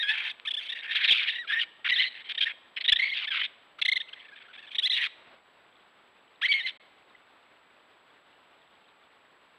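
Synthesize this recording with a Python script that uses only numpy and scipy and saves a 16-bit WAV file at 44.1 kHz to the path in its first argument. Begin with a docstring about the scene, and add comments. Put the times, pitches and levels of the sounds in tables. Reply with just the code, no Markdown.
"""Small animals squabble close to the microphone at a pond's edge at night: fast trills of arched squeaks
and held cries break into harsh screeches as their vocal folds turn chaotic. The reeds and the far bank
give a faint echo; water plinks, and something stirs the reeds once. The trail camera's cheap microphone
passes little above 4 kHz, overloads on the loudest calls, hisses and whines faintly.
The sound drops out for an instant after the last cry."""
import sys
import numpy as np
from scipy import signal
from scipy.fft import rfft, irfft, next_fast_len
from scipy.io import wavfile
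from scipy.ndimage import uniform_filter1d

SR = 44100
rng = np.random.default_rng(int(sys.argv[2]) if len(sys.argv) > 2 else 0)


def file_out(sig):
    """Save sig as 16-bit WAV at sys.argv[1]."""
    # one column per channel
    cols = np.atleast_2d(sig).T
    # limit, then scale
    lim = np.clip(cols, -1, 1)
    pcm = np.round(lim * 32767).astype(np.int16)
    wavfile.write(sys.argv[1], SR, pcm)


N = 422478
TIME = np.arange(N) / SR

# spectrum of the microphone's hiss, also used for the reeds: f/Hz, level/dB
HISS_SPECTRUM = [(18, -49), (30, -20), (166, -10), (250, -6), (587, -2), (1220, -1.5), (3620, -9.5),
                 (4990, -25), (6490, -53.5)]
# clear plinks and ticks on the water: t/s, peak level/dB, f/Hz, length/s
WATER_PLINKS = [(0.399, -28.5, 2700, 0.00088), (7.153, -46, 2010, 0.0127)]
# response of throat and microphone together: f/Hz, level/dB
RESPONSE = [(600, -27), (1000, -17.5), (1500, -24.5), (2100, 5.5), (2800, 2), (3400, 5), (3900, -4),
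            (4500, -18.5), (5100, -28.5), (6000, -34.5), (7100, -46), (9000, -38), (10600, -45),
            (13000, -62.5), (15500, -67)]
# path of the throat's resonance: t/s, f/Hz
THROAT_PATH = [(.95, 3200), (1.09, 3550), (1.13, 3300), (1.151, 2450), (1.191, 2500), (1.22, 3200),
               (1.58, 2790), (1.61, 3015), (2.02, 3050), (3.19, 3350), (3.254, 2250), (3.39, 2800),
               (3.449, 3500), (6.52, 3050)]
# the throat rings out between a cry's harmonics: t/s, length/s, strength/0-1
THROAT_RINGS = [(1.58, 0.043, 0.44), (1.987, 0.06, 0.5), (6.5, 0.09, 0.4)]
# every second fold cycle weakens, adding lines at half the pitch: t/s, length/s, depth/0-1
PERIOD_DOUBLING = [(0.096, 0.248, 0.54)]
# gain of the calls above 5.5 kHz: t/s, level/dB
TREBLE_GAIN = [(0, -0.5), (.6, 9), (.9, -0.5), (3.502, -3.5), (3.799, 9), (4.3, -5.5), (4.76, 7.5),
               (5.1, 5), (6.4, 2)]
# squeaks and short snarls: t/s, length/s, level/dB, top f/Hz, harshness/0-1, second over first harmonic/dB
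SQUEAK_ARCHES = [(0.452, 0.016, -36, 1290, 0.19, 12), (0.471, 0.023, -29.5, 1796, 0.11, 6),
                 (0.507, 0.014, -30, 1758, 0.25, 23), (0.538, 0.016, -30.5, 1760, 0, 20),
                 (0.567, 0.031, -32, 1780, 0.08, 11), (0.687, 0.026, -32.5, 1794, 0.35, 12.5),
                 (0.72, 0.019, -33, 1906, 0.2, -2), (0.748, 0.036, -39, 1860, 0.51, -12),
                 (0.784, 0.03, -39, 1873, 0.36, -2), (1.315, 0.036, -35, 1858, 0.47, -0.5),
                 (1.349, 0.027, -33, 1968, 0.28, -6), (1.846, 0.036, -27.5, 1640, 0.99, -13),
                 (1.889, 0.021, -22, 1862, 0.6, -1.5), (2.29, 0.035, -32, 1655, 0.95, 7.5),
                 (2.346, 0.016, -38, 1630, 0.9, 11), (2.377, 0.018, -28, 1830, 0.27, 3.5),
                 (2.454, 0.034, -30, 1864, 0.4, -15.5), (2.49, 0.032, -36.5, 1846, 0.88, -9),
                 (2.765, 0.024, -33, 1910, 0.86, -10), (2.806, 0.019, -33, 1990, 0.64, -2.5),
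                 (2.843, 0.021, -27, 1857, 0.44, 9), (2.881, 0.02, -16, 1993, 0.2, 0),
                 (2.921, 0.014, -15.5, 1776, 0.04, 7.5), (2.96, 0.012, -23.5, 1920, 0.01, 2),
                 (2.988, 0.022, -26, 2080, 0.3, -18), (3.015, 0.034, -25, 2186, 0.29, -21),
                 (3.049, 0.036, -30, 2215, 0.42, -17), (3.082, 0.029, -34, 2233, 0.42, -16),
                 (3.113, 0.029, -31.5, 2136, 0.16, -18), (3.272, 0.023, -31.5, 1776, 0.19, 1),
                 (3.432, 0.033, -28.5, 1730, 0.64, 10.5), (3.787, 0.015, -42, 1390, 0.56, -11),
                 (3.817, 0.011, -22.5, 1947, 0.9, 7), (3.852, 0.012, -21, 2065, 0.17, -9),
                 (3.882, 0.016, -21.5, 2116, 0.03, -15), (3.918, 0.017, -21.5, 2145, 0, -12.5),
                 (3.959, 0.019, -24, 2075, 0.07, -10.5), (4.002, 0.017, -31.5, 1867, 0.06, 3.5),
                 (4.085, 0.013, -44.5, 1480, 0.28, 16), (4.13, 0.013, -41, 1653, 0.28, 8),
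                 (4.157, 0.032, -52.5, 2000, 0.46, -20), (4.19, 0.046, -51, 2084, 0.74, -17),
                 (4.24, 0.032, -51.5, 1814, 0.44, -11), (4.283, 0.019, -51.5, 1740, 0.2, -11),
                 (4.313, 0.037, -51.5, 1656, 0.1, -18), (4.356, 0.036, -48.5, 1760, 0.5, -4),
                 (4.399, 0.033, -50.5, 1622, 0.73, -3), (4.438, 0.04, -54.5, 1695, 0.53, -10),
                 (4.482, 0.041, -52.5, 1520, 0.23, -10), (4.531, 0.036, -47, 1677, 0.85, -2),
                 (4.575, 0.033, -46.5, 1780, 0.32, -3), (4.61, 0.05, -50.5, 1760, 0.44, -6),
                 (4.666, 0.031, -48, 1723, 0.33, 5), (4.705, 0.041, -45, 1680, 0.6, 12),
                 (4.749, 0.017, -30, 1907, 0.38, 10), (4.785, 0.015, -21.5, 1934, 0.07, 11),
                 (4.872, 0.0045, -26.5, 1624, 0.14, 30), (4.899, 0.021, -22, 2048, 0.01, 3)]
# held cries, a curve each: t/s, level/dB, f/Hz, harshness/0-1, second over first harmonic/dB
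CRY_CURVES = [
    [(-.01, -26.5, 1785, 0, -3), (.022, -26.5, 1904, 0.2, 8.5), (.032, -23.5, 1661, 0.19, 0.5),
     (.07, -32, 1660, 0.18, -1), (.095, -20, 1706, 0.27, -2.5), (.13, -28.5, 1810, 0.4, -5),
     (.16, -33.5, 1667, 1, -4), (.27, -32, 1731, 0.85, -1.5), (.32, -31.5, 1733, 0.38, 14)],
    [(.595, -32.5, 1548, 0.32, 15), (.64, -44.5, 1647, 0.86, 4), (.68, -33.5, 1656, 1, 17)],
    [(.82, -43, 1707, 0.98, -8.5), (.855, -35.5, 1853, 0.87, -24), (.872, -39.5, 1770, 0.52, -21),
     (.92, -25, 1848, 0.44, -1.5), (.942, -34, 1570, 0.94, 7)],
    [(.944, -31.5, 1755, 1, 5), (.956, -22, 1790, 0.9, 5), (.995, -30.5, 1790, 1, -6),
     (1.055, -22.5, 1850, 0.9, 0), (1.068, -25.5, 1840, 0.9, 0.5)],
    [(1.07, -33.5, 1847, 0.68, 10), (1.088, -12.5, 1822, 0.46, 5), (1.101, -24, 1753, 0.61, 12),
     (1.112, -12.5, 1597, 0.23, 34), (1.126, -16, 1827, .4, 24), (1.142, -24.5, 1400, 0.68, 16),
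     (1.2, -27, 1730, 0.97, 13), (1.252, -28.5, 1800, 0.95, -4)],
    [(1.255, -32.5, 1792, 1, -2), (1.295, -23.5, 1963, 0.58, -6), (1.315, -32.5, 1780, 0.75, 32)],
    [(1.378, -38.5, 1840, 0.56, -4), (1.39, -31, 1953, 0.13, -9), (1.415, -36, 1908, 0, -4),
     (1.432, -46, 1730, 0, -13), (1.458, -44, 1253, .15, -22)],
    [(1.472, -44.5, 1543, 0.52, 11), (1.505, -22.5, 1720, 0.2, -7.5), (1.518, -30, 1676, 0.74, -5),
     (1.535, -20.5, 1838, 0.17, -6), (1.553, -31, 1720, 0.61, -17), (1.576, -24, 1839, 0.18, -22),
     (1.6, -26, 1892, 0.29, -11), (1.618, -23.5, 1510, 0.48, 27), (1.642, -34, 1425, 0.57, 4.5)],
    [(1.912, -28.5, 1872, 0, -11), (1.924, -18.5, 2016, 0.16, -25.5), (1.94, -24.5, 1858, 0.17, 7),
     (1.95, -29, 2093, 0.34, -3), (1.965, -23, 1636, 0.33, 15), (1.99, -23, 2000, 0.27, -2),
     (2.018, -22, 2065, 0.56, -15), (2.032, -27, 1763, 0.66, 24), (2.045, -26, 2067, 0.38, -12),
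     (2.09, -35.5, 1978, 0.43, 9)],
    [(2.095, -49, 1973, 0.31, 5), (2.165, -42, 1890, 0.6, -7), (2.225, -46, 1845, 0.96, -2)],
    [(2.245, -43, 1450, 0.88, 1), (2.29, -47.5, 1490, 1, 9)],
    [(2.404, -33.5, 1423, 0.45, 31), (2.413, -23, 1680, 0.56, 15), (2.447, -22, 1740, 0.5, 18)],
    [(3.14, -32.5, 1713, 0.92, 11), (3.19, -30, 1707, 0.6, 4.5), (3.215, -33, 1505, 0.7, 9),
     (3.258, -28, 1147, 0.57, 13)],
    [(3.305, -22.5, 1656, 0.15, 8), (3.325, -25, 1564, 0.3, 3.5), (3.345, -24.5, 1473, 0.6, 2.5),
     (3.39, -30.5, 1436, 0.94, -2), (3.428, -26, 1433, 0.85, 12.5)],
    [(4.82, -36, 1370, 0.2, 11), (4.835, -25, 1694, 0.12, 28), (4.85, -21.5, 1702, 0.14, 28),
     (4.862, -21.5, 2020, 0, 10), (4.874, -29.5, 2055, 0.3, -7), (4.882, -39, 1700, 0.9, 15)],
    [(4.917, -20.5, 1640, 0.35, 26), (4.94, -20, 1960, 0.14, 11.5), (4.957, -27, 1843, 0.53, 17.5),
     (4.98, -24.5, 2010, 0.85, 0.5), (4.995, -30, 1867, 0.63, -5), (5.015, -23, 1957, 0.23, -11),
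     (5.04, -26, 1786, 1, 0.5), (5.075, -35.5, 1261, 0.9, -2)],
    [(6.415, -33, 916, 0.15, 9), (6.428, -25, 1629, 0.18, 5.5), (6.445, -22.5, 1945, 0.25, -19),
     (6.46, -22.5, 2150, 0.36, -21), (6.478, -40.5, 1570, 0.73, 11), (6.49, -24, 2244, 0.08, -15),
     (6.515, -21.5, 2294, 0.07, -18), (6.527, -22, 2200, .4, -11), (6.534, -33, 1620, 0.4, 25),
     (6.541, -22, 2168, 0.13, -17), (6.595, -31.5, 2118, 0.39, -18.5), (6.612, -30.5, 1807, 0.1, 0),
     (6.63, -44, 1980, 0.55, 3), (6.655, -29.5, 2110, 0, -22), (6.68, -27.5, 1870, 0.76, 10),
     (6.71, -38.5, 1490, 0.75, 15)],
]

LEAD_S = 0.0027  # each call runs this much over at both ends


def amp(db):
    """Decibels to amplitude."""
    return 10 ** (np.asarray(db) / 20)


def unit_rms(x):
    """x scaled to rms 1."""
    return x / np.sqrt(np.mean(x ** 2) + 1e-20)


def db_at(spectrum, hz):
    """Level of a spectrum table at hz."""
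    f, db = np.transpose(spectrum)
    return np.interp(np.log(hz + 1), np.log(f + 1), db)


def add(mix, start_s, sound):
    """Mix a sound in, trimming what falls outside."""
    at = round(start_s * SR)
    sound = sound[max(-at, 0):]
    part = mix[max(at, 0):][:len(sound)]
    part += sound[:len(part)]


def noise(shape_db):
    """Steady noise of rms 1 whose spectrum is shape_db(hz)."""
    size = next_fast_len(N)
    gain = amp(shape_db(np.fft.rfftfreq(size, 1 / SR)))
    return unit_rms(irfft(rfft(rng.standard_normal(size)) * gain, size)[:N])


def wander(top_hz):
    """Smooth random drift up to top_hz."""
    return noise(lambda hz: -10 * np.log10(1 + (hz / top_hz) ** 6))


def hump(start_s, length):
    """One half-sine rise and fall on the scene's time axis."""
    return np.sin(np.pi * np.clip((TIME - start_s) / length, 0, 1))


def microphone_hiss(db=-61):
    """The microphone's own noise, wavering slightly."""
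    return amp(db + .8 * wander(12)) * noise(lambda hz: np.maximum(db_at(HISS_SPECTRUM, hz), -39))


def sensor_whine(hz=7787.5, flip_hz=29.65):
    """A thin sensor tone that keeps flipping sign, one half of each cycle louder."""
    flips = np.sign(np.sin(2 * np.pi * flip_hz * (TIME - 7.054))) + .22
    turns = hz * TIME + np.cumsum(4 * wander(5)) / SR
    return amp(-81) * flips * np.sin(2 * np.pi * turns)


def reed_rustle(start_s=5.1, length_s=.35, db=-59):
    """Something stirs the reeds: a short, uneven swell of soft noise."""
    return amp(db + 2 * wander(40.6)) * hump(start_s, length_s) * noise(lambda hz: db_at(HISS_SPECTRUM, hz))


def water_plinks(per_s=45, faint_db=-63):
    """Short soft-edged tones off the pond: two clear ones and a faint scatter."""
    draws = rng.random((int(per_s * N / SR), 4))
    faint = [(when * N / SR, faint_db + 9 * loud ** 2, 1800 + 2000 * high, .002 + .003 * long)
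             for when, loud, high, long in draws]
    out = np.zeros(N)
    for centre_s, db, hz, length in WATER_PLINKS + faint:
        t = np.arange(0, length, 1 / SR)
        envelope = amp(db) * np.sin(np.pi * t / length) ** 2
        add(out, centre_s - length / 2, envelope * np.sin(2 * np.pi * hz * t))
    return out


def bank_echo(x, far_t60=0.86, near_db=12, near_t60=.08):
    """Near reeds scatter a quick blur, the far bank a soft dying tail."""
    t = np.arange(SR // 2) / SR
    tail = rng.standard_normal(len(t)) * (amp(-60 * t / far_t60) + amp(near_db - 60 * t / near_t60))
    return signal.fftconvolve(x, tail / np.linalg.norm(tail))[:N]


def throat(fits, ring_db=5):
    """Turbulence below and above 2.7 kHz, and a narrow resonance that glides about and rings raspily."""
    ring_hz = np.interp(TIME, *np.transpose(THROAT_PATH)) + 150 * np.tanh(wander(30)) + 150 * wander(400)
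    ring = fits ** .5 * np.cos(2 * np.pi * np.cumsum(ring_hz) / SR)
    mouth = amp(2.5 * wander(35))  # the mouth keeps shifting, so the two bands trade strength
    low_share = lambda hz: 1 / (1 + (hz / 2700) ** 8)
    dull = noise(lambda hz: db_at(RESPONSE, hz) + 10 * np.log10(low_share(hz))) / mouth
    bright = noise(lambda hz: db_at(RESPONSE, hz) + 10 * np.log10(1 - low_share(hz) + 1e-9)) * mouth
    return dull, unit_rms(bright + amp(ring_db) * ring), ring


def bounded(x, levelling=0.68):
    """Chaotic folds swing irregularly but never far: the envelope is partly levelled."""
    envelope = uniform_filter1d(abs(signal.hilbert(x)), size=70)
    return unit_rms(x / (envelope + 0.26) ** levelling)


def swell(t, edge_s):
    """Quarter-sine ends; the rise is a touch quicker than the fall."""
    from_end = np.minimum((t - t[0]) / 0.98, t[-1] - t)
    return np.sin(np.pi / 2 * np.clip(from_end / edge_s, 0, 1))


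def squeak(start_s, length, db, top_hz, harsh, second_db):
    """Contours of a pitch arch that frays as it falls; harsh ones arch less."""
    t = np.arange(start_s - LEAD_S, start_s + length + LEAD_S, 1 / SR)
    place = np.clip(2 * (t - start_s) / length - 1, -1.4, 1.4)  # -1 at the start, 1 at the end
    from_top = abs(place - 0.14 * (1 - place ** 2))  # the top comes late
    hz = top_hz * (1 - 0.2 * (1 - harsh) * from_top ** 2.4)
    fray = 0.17 * np.clip(place, 0, 1) ** 2
    return t, amp(db) * unit_rms(swell(t, edge_s=0.012)), hz, top_hz, harsh + fray, second_db


def cry(curve):
    """Contours of a held call that follows its curve."""
    times, *columns = np.transpose(curve)
    t = np.arange(times[0] - LEAD_S, times[-1] + LEAD_S, 1 / SR)
    db, hz, harsh, second_db = [np.interp(t, times, column) for column in columns]
    return t, amp(db) * swell(t, edge_s=0.011), hz, hz, harsh, second_db


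def animals(wobble_hz=260, max_harsh=.82):
    """Close by, vocal folds sing harmonics; as they turn chaotic these smear and noise fills the throat."""
    fits = amp(13.5 * np.tanh(wander(43)))  # fitful bursts of strain
    dull, bright, ring = throat(fits)
    rings = ring * sum(strength * hump(s, length) for s, length, strength in THROAT_RINGS)
    doubling = sum(depth * np.sqrt(hump(s, length)) for s, length, depth in PERIOD_DOUBLING)
    flutter = 1.5 * np.tanh(wander(200))
    wobble = wobble_hz * np.tanh(wander(245))
    out = np.zeros(N)
    calls = [squeak(*row) for row in SQUEAK_ARCHES] + [cry(curve) for curve in CRY_CURVES]
    for t, level, hz, top_hz, harsh, second_db in calls:
        harsh = np.clip(harsh, 0, max_harsh)
        span = round(t[0] * SR) + np.arange(len(t))
        turns = np.cumsum(hz + harsh * wobble[span]) / SR
        partial = lambda k: amp(db_at(RESPONSE, k * hz)) * np.cos(2 * np.pi * k * turns)
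        first = amp(-db_at(RESPONSE, top_hz)) * partial(1)
        second = amp(second_db - db_at(RESPONSE, 2 * top_hz)) * partial(2)
        lower = (first - second) / np.hypot(1, amp(second_db))
        lower *= 1 + doubling[span] * np.cos(np.pi * turns)
        # upper harmonics grow faster than the call's level
        upper = amp(-4) * (level / amp(-24.5)) ** 0.15 * sum(partial(k) for k in range(3, 9))
        # strained folds skip beats in fits: lines between the harmonics
        skipped = amp(-7) * harsh * fits[span] * sum(partial(k + .5) for k in range(1, 7))
        sung = unit_rms(lower - upper + skipped + rings[span])
        # uneven cycles spread each line into a raspy band; turbulence fills the rest
        brightness = amp(0.52 * second_db)
        turbulence = (dull[span] + brightness * bright[span]) / np.hypot(1, brightness)
        screech = bounded(turbulence + .8 * sung * flutter[span])
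        add(out, t[0], level * (np.sqrt(1 - harsh) * sung + harsh ** .9 * screech))
    low = signal.oaconvolve(out, signal.firwin(101, 5500, fs=SR), "same")
    out = low + (out - low) * amp(np.interp(TIME, *np.transpose(TREBLE_GAIN)))
    # a small mouth radiates little bass
    return signal.sosfilt(signal.butter(2, 1100, "high", fs=SR, output="sos"), out)


def scene():
    """The pond's edge from one microphone, the animals well in front of their echo."""
    calls = animals()
    hiss = microphone_hiss()
    pond = amp(-16.5) * bank_echo(calls) + water_plinks() + reed_rustle()
    return (calls + pond + hiss + sensor_whine())[None]


def record(dry, dropout_s=(6.776, 6.797), top_hz=15650):
    """The input clips its negative side first; the coupling capacitor turns the shift into a thump."""
    excess = dry - np.clip(dry, -.24, .31)
    dull_excess = signal.sosfilt(signal.butter(2, 6000, fs=SR, output="sos"), excess)
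    crackle = amp(-7.5) * excess
    coupled = signal.lfilter(*signal.butter(1, 16, "high", fs=SR), dry - dull_excess - crackle)
    gate = np.clip(np.maximum(dropout_s[0] - TIME, TIME - dropout_s[1]) / 0.0042, 0, 1)
    band_limit = signal.firwin(511, top_hz, window=("kaiser", 9), fs=SR)
    return signal.oaconvolve(coupled * gate, band_limit[None], "same")


dry = scene()
out = record(dry)
file_out(out)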